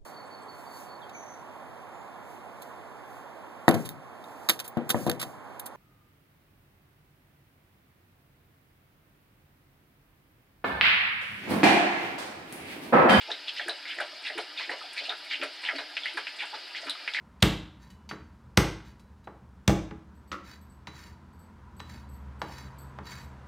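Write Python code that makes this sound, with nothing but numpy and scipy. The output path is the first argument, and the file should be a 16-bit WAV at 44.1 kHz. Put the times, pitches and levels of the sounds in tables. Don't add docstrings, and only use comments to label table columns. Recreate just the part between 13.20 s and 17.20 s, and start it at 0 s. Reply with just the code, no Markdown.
import sys
import numpy as np
from scipy import signal
from scipy.fft import rfft, irfft, next_fast_len
from scipy.io import wavfile
from scipy.ndimage import uniform_filter1d

SR = 44100
rng = np.random.default_rng(int(sys.argv[2]) if len(sys.argv) > 2 else 0)


def dump_mix(stems):
    frames = np.atleast_2d(stems).T
    limited = np.clip(frames, -1, 1)
    pcm = np.round(limited * 32767).astype(np.int16)
    wavfile.write(sys.argv[1], SR, pcm)


N = 176400

# f/Hz, level/dB
HISS_COLOUR = [(50, -39), (130, -5.5), (300, -1.5), (480, -8.5), (660, -1), (1400, -2), (5100, -2.5),
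               (6200, -17), (15500, -19)]
# f/Hz, boost/dB
SPOUT_RESONANCES = [(2490, 1), (2870, 5.5), (4450, 3.5), (4900, 5), (11220, 8.5)]
# t/s, level/dB
TICKS = [(.484, -12), (.805, -18.5), (1.181, -17.5), (1.506, -26), (1.733, -19), (2.235, -18), (2.583, -29),
         (2.858, -26), (2.973, -21.5), (3.668, -30), (3.697, -11), (3.942, -28)]
# t/s, level/dB, f/Hz
GURGLES = [(.076, -39.5, 760), (.394, -44, 716), (.772, -45, 630), (1.096, -44.5, 660), (1.389, -41, 1020),
           (1.486, -41.5, 716), (1.802, -47, 610), (1.876, -41.5, 673), (1.916, -41.5, 1430),
           (2.5, -40.5, 1350), (3.218, -41.5, 885), (3.32, -40, 836), (3.672, -40.5, 1390)]
# t/s, level/dB, f/Hz
POPS = [(.103, -23.5, 1670), (0.116, -19, 3715), (0.282, -20.5, 3170), (0.3959, -18.5, 1770),
        (0.481, -19.5, 1620), (.495, -19.5, 3870), (0.654, -26, 2100), (0.786, -21, 1860),
        (0.801, -16.5, 1510), (1.1, -22.5, 1900), (1.375, -24.5, 3580), (1.494, -18.5, 1860),
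        (1.894, -18.5, 3660), (2.111, -19.5, 2190), (2.488, -14, 1940), (2.495, -19.5, 1690),
        (2.584, -26, 3830), (2.834, -24.5, 3360), (2.857, -16, 2024), (2.972, -20, 1590),
        (3.548, -23.5, 2000), (3.696, -19.5, 3870), (3.707, -25, 3570), (3.947, -16, 2030),
        (3.967, -16.5, 2120), (3.987, -17.5, 1800)]
# t/s, level/dB, f/Hz
DRIPS = [(0.93, -43.5, 596), (1.611, -32, 1220), (1.636, -37.5, 718), (2.531, -33, 598),
         (3.629, -36.5, 620), (3.751, -33, 1230)]
# t/s, level/dB, f/Hz
MOUTH_CLICKS = [(1.177, -16.5, 2070), (2.215, -13, 2540), (2.436, -17.5, 2320), (2.7679, -8.5, 2550),
                (3.069, -13.5, 2430), (3.877, -9, 2210), (3.937, -13, 3400)]
# t/s, slosh level/dB, spray level/dB
SLAPS = [(0.097, -41.5, -39.5), (.481, -36, -44), (.8, -35, -36.5), (1.175, -35, -35.5),
         (1.508, -36, -37.5), (1.893, -40.5, -39), (2.22, -34, -33), (2.579, -38, -37), (2.969, -39, -33.5),
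         (3.336, -45.5, -41), (3.662, -50.5, -40.5)]
# t/s, level/dB
GULPS = [(0.069, -48.5), (.452, -40), (0.763, -49.5), (1.149, -38.5), (1.474, -44.5), (2.191, -41),
         (2.532, -38.5), (2.934, -43.5), (3.652, -42)]
# t/s, length/s, level/dB, f/Hz
SLURPS = [(0.0, 0.026, -42.5, 2850), (0.272, 0.027, -37, 3080), (0.346, 0.1, -40.5, 2900),
          (0.66, 0.099, -40, 2420), (1.036, 0.058, -36.5, 2640), (1.361, 0.099, -38, 2680),
          (1.757, 0.059, -36, 3280), (1.828, 0.055, -41.5, 3120), (2.092, 0.077, -35, 2815),
          (2.43, 0.077, -36, 2435), (2.55, 0.017, -37.5, 2460), (2.83, 0.095, -41, 2690),
          (3.183, 0.069, -36, 2340), (3.54, 0.054, -40.5, 2640), (3.93, 0.083, -41.5, 2400)]
# delay/s, gain
BASIN_ECHOES = [(.0021, 1), (.0079, 0.31)]
# f/Hz, level/dB
STEREO_WIDTH = [(100, -8.5), (2400, -20), (8000, 0)]
# f/Hz, boost/dB
ROOM_RESONANCES = [(620, 3.5), (868, 1.5), (1004, 4), (1654, 5)]
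# f/Hz, level/dB
MIC_COLOUR = [(235, -20.5), (290, -6), (5100, -1), (5900, -7), (9000, -8.5), (15000, -21.5)]

BUBBLE_RISE_OCT_PER_S, BUBBLE_ONSET_CYCLES = 15.2, 0.31
SPATTER_HZ, SPATTER_SPREAD_OCT = 8000, 0.44


def from_db(db):
    return 10 ** (np.asarray(db) / 20)


def rms_one(x):
    return x / np.sqrt(np.mean(x ** 2) + 1e-20)


def seconds(length):
    return np.arange(int(length * SR)) / SR


def add(out, start_s, sound):
    i = int(np.clip(start_s * SR, 0, len(out)))
    out[i:i + len(sound)] += sound[:len(out) - i]


def coloured(x, points):
    n = 2 * next_fast_len(len(x))
    hz, db = np.transpose(points)
    bin_hz = np.arange(n // 2 + 1) * SR / n
    curve_db = np.interp(np.log(bin_hz + 1), np.log(hz), db)
    cepstrum = irfft(np.log(from_db(curve_db)))
    cepstrum[1:n // 2] *= 2
    cepstrum[n // 2 + 1:] = 0
    return irfft(rfft(x, n) * np.exp(rfft(cepstrum)))[:len(x)]


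def boosted(x, resonances, width_hz):
    for hz, db in resonances:
        band = signal.lfilter(*signal.iirpeak(hz, hz / width_hz, fs=SR), x)
        x = x + (from_db(db) - 1) * band
    return x


def high_pass(x, hz):
    return signal.sosfilt(signal.butter(3, hz, "high", fs=SR, output="sos"), x)


def evened(response):
    hz = np.arange(1, len(response) // 2 + 1) * SR / len(response)
    power = np.abs(rfft(response)[1:]) ** 2
    levelling_db = 10 * np.log10(power.mean() / uniform_filter1d(power, size=48))
    return coloured(response, np.column_stack([hz, levelling_db]))


def bubble(hz, cycles):
    t = seconds(cycles / hz)
    phase = np.cumsum(hz * 2 ** (BUBBLE_RISE_OCT_PER_S * t)) / SR
    onset = 1 - np.exp(-t * hz / BUBBLE_ONSET_CYCLES)
    fade = from_db(-60 * t * hz / cycles)
    return np.sin(2 * np.pi * phase) * onset * fade


def froth(envelope, hz, spread_oct, per_s, cycles=13, fall_oct=0):
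    out = np.zeros(len(envelope) + SR // 20)
    length = len(envelope) / SR
    count = int(per_s * length) + 1
    swarm_rng = np.random.default_rng(rng.integers(1 << 30))
    for k, (jitter, pitch, size, sign) in enumerate(swarm_rng.standard_normal((count, 4))):
        progress = (k + jitter) / count % 1
        octaves = spread_oct * np.fmod(pitch, 2) - fall_oct * (progress - .5)
        bubble_hz = np.clip(hz * 2 ** octaves, 200, 12000)
        strength = envelope[int(progress * (len(envelope) - 1))]
        scatter_db = 5 * min(size, 2)
        gain = strength * from_db(scatter_db) * np.sqrt(bubble_hz / hz)
        add(out, progress * length, np.sign(sign) * gain * bubble(bubble_hz, cycles))
    return out * np.sqrt(np.sum(envelope ** 2) / (np.sum(out ** 2) + 1e-20))


def bathroom(x, pan_db=0, reverb_db=0):
    t = seconds(.4)

    def reverb(db, fade_s):
        fade = from_db(-60 * t / fade_s) * (1 - np.exp(-t / 0.006))
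        return from_db(db + reverb_db) * fade / np.sqrt(np.sum(fade ** 2)) * rng.standard_normal(len(t))

    mid, side = (reverb(db=4, fade_s=0.053) + reverb(db=-2.5, fade_s=0.23) for _ in range(2))
    mid[0] += 1
    for delay_s, gain in BASIN_ECHOES:
        add(mid, delay_s, np.array([gain]))
    mid, side = evened(mid), coloured(side, STEREO_WIDTH)
    left = from_db(pan_db) * signal.fftconvolve(x, mid + side)[:N]
    right = from_db(-pan_db) * signal.fftconvolve(x, mid - side)[:N]
    return np.array([left, right])


def tap():
    noise = coloured(rng.standard_normal(N), HISS_COLOUR)
    hiss = from_db(-49) * rms_one(boosted(noise, SPOUT_RESONANCES, width_hz=110))
    steady = np.ones(N)
    trickle = from_db(-55) * froth(steady, hz=2364, spread_oct=.6, per_s=260, cycles=57)
    strays = from_db(-65.5) * froth(steady, SPATTER_HZ, SPATTER_SPREAD_OCT, per_s=45)
    return hiss + (trickle + strays)[:N]


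def droplets():
    out = np.zeros(N)
    for start_s, db in TICKS:
        add(out, start_s, from_db(db) * bubble(hz=9220, cycles=11.3))
    return high_pass(out, hz=6200)


def glug(hz, rise_oct_per_s, swell_s, length_s=.05):
    t = seconds(length_s)
    envelope = (t / swell_s * np.exp(1 - t / swell_s)) ** 2
    return froth(envelope, hz, spread_oct=0.09, per_s=600, fall_oct=-rise_oct_per_s * length_s)


def stirred_water():
    out = np.zeros(N)
    for start_s, db, hz in GURGLES:
        add(out, start_s, from_db(db) * glug(hz, rise_oct_per_s=1, swell_s=0.01))
    for start_s, db, hz in POPS:
        add(out, start_s, from_db(db) * bubble(hz, cycles=0.01 * hz))
    for start_s, db, hz in DRIPS:
        add(out, start_s, from_db(db) * bubble(hz, cycles=28))
    return out


def spatter(envelope):
    return from_db(-22.5) * froth(envelope, SPATTER_HZ, SPATTER_SPREAD_OCT, per_s=700)


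def mouth():
    out = np.zeros(N)
    attack_s, fade_s = 0.0065, 0.12
    t = seconds(fade_s)
    envelope = np.minimum(t / attack_s, from_db(-60 * (t - attack_s) / fade_s))
    for start_s, slosh_db, spray_db in SLAPS:
        slosh = froth(envelope, hz=780, spread_oct=0.677, per_s=1800)
        spray = froth(envelope, hz=2163, spread_oct=0.677, per_s=1800)
        add(out, start_s, from_db(slosh_db) * slosh)
        add(out, start_s, from_db(spray_db) * (spray + spatter(envelope)))
    for start_s, db in GULPS:
        add(out, start_s, from_db(db) * glug(hz=308, rise_oct_per_s=2.9, swell_s=0.0064))
    for start_s, db, hz in MOUTH_CLICKS:
        add(out, start_s, from_db(db) * bubble(hz, cycles=7.1))
    return out


def tongue():
    out = np.zeros(N)
    for start_s, length_s, db, hz in SLURPS:
        progress = seconds(length_s) / length_s
        envelope = np.interp(progress, [0, 0.37, 1], [.25, 1, .2])
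        slurp = froth(envelope, hz, spread_oct=0.44, per_s=700, cycles=28, fall_oct=0.27)
        add(out, start_s, from_db(db) * (slurp + spatter(envelope)))
    steady = np.ones_like(seconds(.09))
    pocket = froth(steady, hz=820, spread_oct=.04, per_s=600, cycles=28, fall_oct=.65)
    add(out, start_s=2.426, sound=from_db(-51.5) * pocket)
    return out


def scene():
    lapping = high_pass(tongue() + mouth() + stirred_water(), hz=145)
    dog = bathroom(lapping)
    ticks = bathroom(droplets(), pan_db=-3, reverb_db=-7)
    running_water = bathroom(tap())
    return boosted(dog + ticks + running_water, ROOM_RESONANCES, width_hz=35)


def record(dry):
    toned = [coloured(channel, MIC_COLOUR) for channel in dry]
    notched = signal.lfilter(*signal.iirnotch(1087.6, Q=4.95, fs=SR), toned)
    low_pass = signal.cheby2(16, 60, 16200, fs=SR, output="sos")
    return signal.sosfilt(low_pass, notched)


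dry = scene()
out = record(dry)
dump_mix(out)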